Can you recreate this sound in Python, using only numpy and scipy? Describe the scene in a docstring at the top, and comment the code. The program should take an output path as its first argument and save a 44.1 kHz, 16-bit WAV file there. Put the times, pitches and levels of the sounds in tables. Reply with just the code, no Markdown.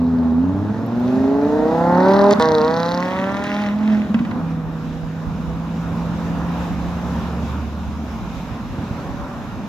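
"""Roadside in a valley: a ten-cylinder sports car pulls away past a pair of microphone ports.
First gear, a cut and bang, second gear, a burbling shift, then a far drone in third; another car hums by.
Engines are sums of sines locked to the firing, with noise puffs, bangs and pipe booms for the exhaust.
Tyre roar, road rumble, grass hiss and wind are coloured noise; the hills answer with a decaying noise tail."""
import sys
import numpy as np
from scipy import signal
from scipy.fft import rfft, irfft, next_fast_len
from scipy.io import wavfile
from scipy.ndimage import uniform_filter1d, map_coordinates

SR = 44100
rng = np.random.default_rng(int(sys.argv[2]) if len(sys.argv) > 2 else 0)


def master_out(mix):
    """Clip the mix to full scale and print it as 16-bit PCM to the path in sys.argv[1]."""
    frames = np.transpose(np.atleast_2d(mix))
    ceiling = np.clip(frames, -1, 1)
    pcm = np.round(ceiling * 32767).astype(np.int16)
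    wavfile.write(sys.argv[1], SR, pcm)


N = 426888


def amp(db):
    """Decibels to linear gain."""
    return 10 ** (np.asarray(db) / 20)


def unit(x):
    """x scaled to rms 1."""
    return x / np.sqrt(np.mean(x ** 2) + 1e-20)


def along(points, hz):
    """Read (Hz, value) points on a log frequency axis."""
    f, v = np.transpose(points)
    return np.interp(np.log(hz + 1), np.log(f + 1), v)


def curves(rows, t):
    """One value per time for each column after the first."""
    s, *cols = np.transpose(rows)
    return [np.interp(t, s, c) for c in cols]


def wobble(rate, size=N):
    """A random line with rate knots a second."""
    knots = rng.standard_normal(int(size * rate / SR) + 4)
    return map_coordinates(knots, [np.arange(size) * rate / SR], order=1)


def filtered(x, response):
    """x times a response of frequency."""
    m = next_fast_len(N + 8192)
    return irfft(rfft(x, m) * response(np.fft.rfftfreq(m, 1 / SR)), m)[..., :N]


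def coloured(x, spectrum):
    """x through a filter that keeps the power of white noise."""
    power = amp(2 * along(spectrum, np.linspace(0, SR / 2, 4000)))
    gain = np.sqrt(np.mean(power))
    return filtered(x, lambda hz: amp(along(spectrum, hz)) / gain)


def noise(spectrum):
    """Coloured noise of rms 1."""
    return unit(filtered(rng.standard_normal(N), lambda hz: amp(along(spectrum, hz))))


# Colour of the low uneven orders: f/Hz, level/dB
UNEVEN_COLOUR = [(40, -23), (90, -21.5), (150, -19.5), (200, 0), (260, 3), (330, -8), (420, -47.5),
                 (550, -46.5)]
# Strength of the low uneven orders, from two fifths upward in fifths: level/dB
LOW_UNEVEN_DB = [3, 4.5, -1.5, 0, -1, 1.5, 2.5, -0.5, 0, -7.5, 0.5, -1, -4.5]
# Colour of the high uneven orders: f/Hz, level/dB
GROWL_COLOUR = [(400, 7), (650, 4.5), (900, -3), (1300, -17), (1650, -18.5), (1900, -6.5), (2200, -12),
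                (2600, -27.5)]
# Strength of the high uneven orders by their place among ten: level/dB
HIGH_UNEVEN_DB = [-1.5, 4, -39, 1.5, -22, 0, -3, -27.5, -11, -24]
# Peaks and notches of the exhaust pipe, met by each order as it climbs: f/Hz, level/dB
PIPE_RESONANCE = [(75, -15), (100, 4.5), (128, -1.5), (143, -32.5), (157, -12), (167, 2), (215, 7),
                  (262, 14), (300, 5.5), (338, -7.5), (395, 3), (460, 1.5), (520, -4.5), (620, 0.5),
                  (690, -1.5), (745, -7.5), (860, 2.5), (980, -6), (1100, -9), (1250, -15.5), (1400, -9.5),
                  (1550, -15)]
# Colour of the bank orders above the sixth: f/Hz, level/dB
UPPER_COLOUR = [(500, 2), (1100, 2), (1500, 0), (1750, -2), (1900, 0), (2150, -12), (2600, -30)]
# Level of the note's middle, fullest while the tailpipes face the microphone: t/s, level/dB
FACING_LEVEL = [(0, -0.5), (.5, -6.5), (1, -3.5), (1.5, 1), (2.2, -1), (2.55, 3), (2.9, 3.5), (3.3, -5.5),
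                (3.7, -16.5), (4.1, -9.5), (9.68, -9.5)]
MIDDLE_HZ, MIDDLE_OCTAVES = 490, 0.37  # centre and width of that middle


def exhaust_note(t, hz, firing, note_db, bright, orders_db, over_db, twist):
    """Even firing gives the bank orders; unequal cylinders give the uneven orders between them."""
    low_db, follows, high_db, _ = over_db
    facing_db, = curves(FACING_LEVEL, t)
    tone = np.zeros(len(t))
    for k in range(2, 71):
        order = k / 5  # five firings a cycle
        f = order * hz
        pipe_db = along(PIPE_RESONANCE, f)
        if k % 5 and k < 15:  # low uneven orders
            db = low_db + follows * (note_db - note_db.mean())
            db += along(UNEVEN_COLOUR, f) + LOW_UNEVEN_DB[k - 2] + 2.5 * wobble(7, len(t))
        elif k % 5:  # high uneven orders
            db = note_db + high_db + pipe_db + along(GROWL_COLOUR, f)
            db += HIGH_UNEVEN_DB[k % 10] + 2.5 * wobble(7, len(t))
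        elif k <= 30:  # bank orders 1 to 6
            middle_db = facing_db * np.exp(-(np.log2(f / MIDDLE_HZ) / MIDDLE_OCTAVES) ** 2)
            db = note_db + middle_db + bright * np.log2(f / 400) + pipe_db
            db += orders_db[k // 5 - 1] + .8 * wobble(20, len(t))
        else:  # bank orders above the sixth keep the sixth's brightness
            db = note_db + bright * np.log2(6 * hz / 400) + orders_db[-1] + pipe_db
            db += along(UPPER_COLOUR, f) + 3 * wobble(16, len(t))
        phase = twist + rng.normal(0, .7 if k % 5 else .6)
        tone += amp(db) * np.sqrt(2) * np.cos(2 * np.pi * order * firing + phase)
    return tone


# Relative blast of each cylinder of a bank: level/dB
CYLINDER_DB = [3, 1.5, -16.5, -6.5, 9.5]
# One cylinder's snap, heard while the tailpipes face the microphone: t/s, level/dB
SNAP_LEVEL = [(1.5, -78), (2.05, -59), (2.16, -43), (2.23, -41.5), (2.3, -53), (2.42, -38), (2.56, -36),
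              (2.66, -45), (2.8, -37), (2.96, -38), (3.12, -53), (4.1, -56)]


def exhaust_puffs(t, hz, firing, gas_db, blast_db):
    """Each firing pushes out a decaying puff of noisy gas; one cylinder in five also snaps."""
    whole = np.floor(firing).astype(int)
    since = (firing - whole) / hz  # seconds since the last firing
    cylinder = whole % 5
    snaps = cylinder == 0
    scatter_db = rng.normal(0, 3.5, whole[-1] - whole[0] + 1)[whole - whole[0]]  # each firing differs
    puff = amp(np.take(CYLINDER_DB, cylinder) + scatter_db) * np.exp(-since / 0.00043)
    white = rng.standard_normal((3, len(t)))
    gas = amp(gas_db + blast_db) * unit(0.4 + puff) * white[0]
    rasp = amp(gas_db) * unit(.45 + puff) * white[1]
    click = (np.diff(whole, prepend=whole[0]) > 0) * snaps * amp(.5 * scatter_db)
    spit = snaps * np.exp(-since / .0012) * white[2]
    snap_db, = curves(SNAP_LEVEL + [(SNAP_LEVEL[-1][0] + .2, -120)], t)
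    snap = unit(click) + .8 * unit(spit)
    return gas, rasp + amp(snap_db) * snap


def gear(revs, rows, orders_db, over_db, snap_at, twist, fade):
    """One pull: note, gas and crackle share one firing clock, between a fast start and a cut."""
    end = rows[-1][0] + fade
    a, b = round(rows[0][0] * SR), min(round(end * SR), N)
    t = np.arange(a, b) / SR
    hz, = curves(revs, t)
    note_db, bright, gas_db = curves(rows, t)
    firing = np.cumsum(hz * (1 + .0015 * wobble(25, b - a))) / SR
    firing -= np.interp(snap_at, t, firing)  # the snapping cylinder fires at snap_at
    out = np.zeros((3, N))
    out[0, a:b] = exhaust_note(t, hz, firing, note_db, bright, orders_db, over_db, twist)
    out[1:, a:b] = exhaust_puffs(t, hz, firing, gas_db, over_db[-1])
    start = (t - t[0] + 0.00061) / 0.00092
    out[:, a:b] *= np.clip(np.minimum(start, (end - t) / fade), 0, 1)  # ignition cut at the end
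    return out


# Pipe burbles off throttle: t/s, level/dB, f/Hz, length/s
BURBLES = [(2.35, -14, 207, .022), (2.385, -10.5, 225, 0.016), (4.097, -12.5, 212, 0.033),
           (4.144, -8, 224, .026), (4.17, -13.5, 217, .028), (4.204, -9.5, 216, 0.0091),
           (4.217, -13.5, 233, 0.033), (4.262, -19.5, 197, 0.023), (4.29, -22.5, 215, 0.024),
           (4.324, -18, 218, .016), (4.365, -16, 211, .014), (4.399, -25, 253, 0.01)]
# Backfires: t/s, bang drive level/dB, crack drive level/dB
BANGS = [(2.309, -11, -14), (2.325, -23, -18), (2.330, -19, -16), (2.356, -20.5, -42), (2.385, -20, -43),
         (2.397, -14, -18), (2.411, -15, -16), (2.423, -12, -11.5), (3.44, -13, -20), (3.62, -15, -29.5),
         (3.934, -20, -33.5), (4.143, -8.5, -28.5), (4.189, -14, -40), (4.249, -15.5, -43),
         (4.311, -15, -42)]


def backfires():
    """Unburnt fuel fires in the pipe: short booms of the pipe's air, bangs and cracks."""
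    out, t = np.zeros(N + SR), np.arange(SR // 4) / SR
    for s, db, hz, length in BURBLES:
        swell = np.sqrt(np.abs(np.sin(np.pi * np.clip(t / length, 0, 1) ** .7)))
        out[round(s * SR):][:len(t)] += amp(db) * np.sin(2 * np.pi * hz * t) * swell
    bang_band = signal.butter(3, [400, 2500], "bandpass", fs=SR)
    crack_band = signal.butter(2, [3200, 6500], "bandpass", fs=SR)
    impulse = t == 0
    for s, bang_db, crack_db in BANGS:
        white = rng.standard_normal(len(t))
        bang = signal.lfilter(*bang_band, white) * amp(-60 * t / .04) * (1 - np.exp(-t / .001))
        crack = signal.lfilter(*crack_band, (4 * impulse + white) * amp(-60 * t / .005))
        crack += .25 * impulse
        out[round(s * SR):][:len(t)] += amp(bang_db) * bang + amp(crack_db) * crack
    return out[:N]


# First notch of the road-surface echo, as the car's distance changes: t/s, f/Hz
ECHO_NOTCH = [(0, 2960), (2.9, 2920), (3.15, 4350), (3.5, 4300), (9.68, 4620)]


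def off_road(x, share):
    """The direct sound plus its echo off the asphalt, half a period of the notch later."""
    notch_hz, = curves(ECHO_NOTCH, np.arange(N) / SR)
    return x + share * map_coordinates(x, [np.arange(N) - SR / (2 * notch_hz)])


# Firing rate of one bank in each gear: t/s, f/Hz
FIRST_REVS = [(0, 83.5), (0.15, 83.3), (0.32, 80.5), (0.39, 83.5), (0.47, 91.5), (0.56, 97.5),
              (0.65, 101.5), (0.75, 108), (0.9, 116), (1.05, 123.6), (1.2, 132), (1.35, 139.7),
              (1.5, 147.8), (1.65, 155.3), (1.8, 167), (1.95, 177), (2.1, 193.5), (2.18, 198.5),
              (2.25, 200.8), (2.335, 204)]
SECOND_REVS = [(2.398, 160.3), (2.496, 158.5), (2.61, 153.5), (2.722, 163), (2.802, 167.8), (2.874, 170.7),
               (3.1, 184.7), (3.42, 201.3), (3.612, 208), (3.67, 204.5), (3.712, 204.5), (3.75, 210.9),
               (3.862, 214.5), (3.92, 213.8), (4.06, 206), (4.09, 208)]
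THIRD_REVS = [(4.3, 176), (4.45, 165), (4.6, 162), (5, 161), (5.4, 164), (6, 168.5), (6.6, 172),
              (7.2, 175.5), (8.5, 182), (9.3, 192), (9.68, 195)]
# Exhaust in each gear: t/s, base note level/dB, brightness/(dB per octave), gas noise level/dB
FIRST_GEAR = [(0, -44.5, -14, -55), (0.449, -42.5, -12.5, -62), (.75, -41, -9, -57.5),
              (1.1, -34.5, -7.5, -53), (1.501, -28.5, -8.5, -55), (1.9, -21.5, -5, -50.5),
              (2.1, -18, -4, -38.5), (2.27, -18.5, -4, -44.5), (2.331, -18.5, -4, -32)]
SECOND_GEAR = [(2.398, -22.5, 0.4, -30), (2.499, -23, -6.2, -42.5), (2.65, -25.5, -3.2, -42),
               (2.9, -28.5, -3, -39.5), (3.2, -28, -2, -38), (3.4, -29.5, -2.5, -43.5),
               (3.47, -30.5, -2, -33.5), (3.68, -28, -5, -38.5), (3.759, -33, -10, -51.5),
               (3.93, -27.5, -12, -40), (4.0, -36, -11, -47), (4.09, -35.5, -8.5, -56)]
THIRD_GEAR = [(4.301, -39.5, 5, -89), (4.45, -38.5, -8.5, -82), (5.8, -41, -7, -90), (6.6, -38, -3.5, -83),
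              (7.1, -42.5, -4.5, -84), (7.6, -59.5, -10.5, -90), (8.3, -53, -5, -90), (9.2, -48, 12, -81),
              (9.68, -50, -8, -90)]
# A row per gear, as the car turns away: level/dB of bank orders 1 to 6, then of all higher ones
BANK_ORDERS = [
    [-8.5, -1, 5.34, 0, 5, 5, -1],
    [-5.5, -6.5, 4.6, -0.5, 2, 7, 4.5],
    [5.5, -9.5, 8.1, -4.5, -14, -34, -43],
]
# A row per gear: low uneven orders level/dB, their dB per dB of the note,
# high uneven orders over the note/dB, blast over the gas noise/dB
UNEVEN_AND_BLAST = [(-35, 0.45, -10.5, 2.5), (-35.5, 0, -24, 1), (-45, .5, -62, -30)]
# A moment in each gear at which the snapping cylinder fires: t/s
SNAP_MOMENTS = [2.5, 2.425, 4.31]
# Phase of the orders against the firing in each gear, turning the pulse up or down: phase/rad
PULSE_TWIST = [2.4, 0, .6]
# Relative colour of the gas rush: f/Hz, level/dB per Hz
GAS_COLOUR = [(300, -45), (500, -27), (900, -9.5), (1400, 4.5), (1700, 4.5), (1900, 10), (2150, 7),
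              (2700, 6.5), (3500, -21.5), (4500, -96.5)]
# Relative colour of the tailpipe crackle: f/Hz, level/dB per Hz
CRACKLE_COLOUR = [(1900, -44.5), (2500, -11), (3200, 6), (4000, 8.5), (5000, -4), (5800, -6), (6800, -19),
                  (8500, -32.5), (12000, -25.5), (15700, -29)]


def sports_car():
    """Three gears and the backfires between them; gas and crackle also bounce off the road."""
    revs = FIRST_REVS, SECOND_REVS, THIRD_REVS
    rows = FIRST_GEAR, SECOND_GEAR, THIRD_GEAR
    fades = .01, .02, .05  # s
    pulls = zip(revs, rows, BANK_ORDERS, UNEVEN_AND_BLAST, SNAP_MOMENTS, PULSE_TWIST, fades)
    tone, gas, crackle = sum(gear(*pull) for pull in pulls)
    breath = coloured(gas, GAS_COLOUR) + coloured(crackle, CRACKLE_COLOUR)
    return tone + off_road(breath, share=0.69) + backfires()


# The other car: t/s, f/Hz, order 1 level/dB, order 3 level/dB
PASSING_HUM = [(5.2, 64.46, -38, -44), (6.001, 68.47, -36, -37), (6.5, 70.87, -36.5, -44),
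               (7.001, 72.4, -32, -44), (7.6, 75.6, -26.5, -32.5), (8, 75.5, -32, -45),
               (8.25, 57.9, -36, -37), (8.7, 50.5, -48, -47)]


def passer():
    """Another engine hums in two orders, its pitch dropping as it goes by."""
    t = np.arange(N) / SR
    hz, low_db, high_db = curves(PASSING_HUM, t)
    turn = 2 * np.pi * np.cumsum(hz * (1 + .004 * wobble(9))) / SR
    hum = amp(low_db + 0.5 * wobble(3.4)) * np.sin(turn)
    hum += amp(high_db + 0.62 * wobble(3.7)) * np.sin(3 * turn)
    fade = np.minimum(t - PASSING_HUM[0][0], PASSING_HUM[-1][0] - t) / 0.11
    return np.sqrt(2) * hum * np.clip(fade, 0, 1)


# Left-right likeness of wide noise: f/Hz, correlation
LIKENESS = [(60, 0.95), (200, 1), (1000, 0.86), (2500, 0.34), (5000, 0.25), (15000, .15)]


def rush(spectrum, patchy_db):
    """Stereo noise of rms 1 with patches of random gain, less alike left and right in the treble."""
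    z = signal.stft(rng.standard_normal((2, N)), nperseg=512)[2]
    field = uniform_filter1d(rng.standard_normal(z.shape[1:]), size=6, axis=0)
    field = uniform_filter1d(field, size=14, axis=1)
    pair = signal.istft(z * amp(patchy_db * unit(field)), nperseg=512)[1][:, :N]

    def mid_side(hz):
        turn = np.arccos(np.clip(along(LIKENESS, hz), -1, 1)) / 2
        return amp(along(spectrum, hz)) * [np.cos(turn), np.sin(turn)]

    mid, side = filtered(pair, mid_side)
    return unit(np.array([mid + side, mid - side]))


# Relative colour of the road rumble: f/Hz, level/dB per Hz
RUMBLE_COLOUR = [(47, -12.5), (80, 2), (189, 2.5), (225, 7.5), (275, -1), (333, -6.5), (500, -28.5),
                 (650, -62.5), (1100, -120)]
# Relative colour of the tyre roar: f/Hz, level/dB per Hz
ROAR_COLOUR = [(250, -18), (380, 4), (600, 4), (1000, 4.5), (1400, -1), (1700, -5.5), (1900, -8),
               (2600, -34), (3500, -25), (5000, -41)]
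RUMBLE_DB, RUMBLE_FOLLOWS = -30, 0.59  # mean level, dB per dB of far road
TYRES_DB = -5.5  # the sports car's tyres over its base note


def road(far_db):
    """Low rumble, and roar whose power sums the far road and the sports car's tyres."""
    near_db = curves(FIRST_GEAR + SECOND_GEAR + THIRD_GEAR, np.arange(N) / SR)[0] + TYRES_DB
    rumble_db = RUMBLE_DB + RUMBLE_FOLLOWS * (far_db - far_db.mean())
    rumble = amp(rumble_db) * rush(RUMBLE_COLOUR, patchy_db=1.2)
    roar_level = np.hypot(amp(far_db), amp(near_db)) * amp(.7 * wobble(8))
    return rumble + roar_level * rush(ROAR_COLOUR, patchy_db=1.3)


# Small dry ticks nearby: t/s, drive level/dB
TICK_TIMES = [(0.8636, -44.5), (1.0017, -46.5)]


def ticks():
    """Brief bright clicks of twice-differenced noise."""
    out, t = np.zeros(N + SR), np.arange(SR // 50) / SR
    for s, db in TICK_TIMES:
        bright = np.diff(rng.standard_normal(len(t) + 2), 2)
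        out[round(s * SR):][:len(t)] += amp(db - 60 * t / .008) * bright
    return out[:N]


# How much the left port leads the right: f/Hz, phase/rad
PORT_LEAD = [(0, 0.077), (1700, 0.35), (2400, 2.68), (3300, 1.1), (4600, 0.35), (7000, 2), (16000, 1.4)]
PAN_DB = -1.2  # left minus right


def two_ports(x):
    """Sound reaches the two ports a little apart in phase and level."""
    sides = np.array([[1], [-1]])
    lead = lambda hz: np.exp(.5j * np.interp(hz, *np.transpose(PORT_LEAD)) * sides)
    return filtered(x, lead) * amp(PAN_DB / 2 * sides)


# Decay time of the hillsides: f/Hz, t60/s
VALLEY_DECAY = [(150, 0.67), (1000, 0.99), (5000, 0.3)]


def valley(x):
    """The hillsides answer 700 samples late; each frequency dies at its own speed."""
    hz, t, z = signal.stft(rng.standard_normal((2, SR)), SR, nperseg=256)
    decay = amp(-60 * t / along(VALLEY_DECAY, hz)[:, None])
    tail = signal.istft(z * decay, SR, nperseg=256)[1]
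    late = np.pad(x, (700, 0))[None]
    return signal.fftconvolve(late, tail / np.linalg.norm(tail[0]), axes=1)[:, :N]


# Wind in the grass: t/s, level/dB
GRASS_LEVEL = [(0, -55), (1, -50.5), (1.6, -46), (2.5, -47.5), (3.4, -46), (4.6, -51.5), (5.7, -47.5),
               (6.6, -43), (7.3, -45), (7.7, -47.5), (8.2, -46.5), (9.1, -47), (9.68, -48.5)]
# Relative colour of the grass: f/Hz, level/dB per Hz
GRASS_COLOUR = [(1500, -26), (2050, 1), (2400, 4), (2800, 2), (3200, -2), (3800, 0), (4400, -7),
                (5200, -5.5), (6700, -8.5), (7600, -13.5), (8500, -24.5), (12200, -15.5), (15700, -28)]


def grass():
    """Wind stirs the grass into a wide, wavering hiss."""
    level_db = curves(GRASS_LEVEL, np.arange(N) / SR)[0] + 1.2 * wobble(8)
    return amp(level_db) * rush(GRASS_COLOUR, patchy_db=1.2)


# Relative colour of the wind: f/Hz, level/dB per Hz
WIND_COLOUR = [(20, -28), (40, 17), (70, 24.5), (110, -10), (160, -17.5), (260, -48.5)]
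# Wind slaps: t/s, level at the right port/dB
WIND_SLAPS = [(5.92, -16), (8.52, -19), (8.79, -13), (8.91, -13)]


def wind(level_db):
    """Spiky buffeting, unrelated between the ports and stronger on the right, with single slaps."""
    lumps = amp(6 * np.array([wobble(18), wobble(18)]))
    buffets = unit(lumps * np.array([noise(WIND_COLOUR), noise(WIND_COLOUR)]))
    out = amp(level_db + [[-2.5], [3]]) * buffets
    u = np.arange(-SR // 50, SR // 50) / SR / .0024  # time in slap widths of 2.4 ms
    slap = (1 - u * u) * np.exp(-u * u / 2)
    for s, db in WIND_SLAPS:
        out[:, round(s * SR) - SR // 60:][:, :len(u)] += amp(db + np.array([[-5], [0]])) * slap
    return out


# Air and distance: t/s, wind level before the port offsets/dB, far road level/dB
WIND_AND_ROAD = [(0, -53.5, -37), (1, -59.5, -36.5), (1.6, -40, -37.5), (2.3, -59, -38), (3.3, -63.5, -41),
                 (3.9, -43, -42), (4.34, -42.5, -33), (4.9, -35, -39.5), (5.7, -35.5, -35.5),
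                 (6.3, -36.5, -32), (6.75, -38, -33.5), (7.35, -39, -31.5), (7.75, -40.5, -37),
                 (8.3, -37.5, -37), (9.1, -33, -33.5), (9.68, -38, -36)]


def scene():
    """Cars, road and ticks reach the two ports; hills, grass and wind surround them."""
    wind_db, far_db = curves(WIND_AND_ROAD, np.arange(N) / SR)
    cars = sports_car() + passer()
    direct = two_ports(cars + road(far_db) + ticks())
    return direct + amp(-15) * valley(cars) + grass() + wind(wind_db)


TOP_HZ, LOW_CUT_HZ = 15740, 38  # band limit, bass corner


def record(dry):
    """The input stage rounds off the highest peaks, drops the deepest bass and stops at the band limit."""
    soft = dry / (1 + np.abs(dry / .97) ** 6) ** (1 / 6)
    return filtered(soft, lambda hz: (hz < TOP_HZ) / np.sqrt(1 + (LOW_CUT_HZ / (hz + 1)) ** 6))


dry = scene()
out = record(dry)
master_out(out)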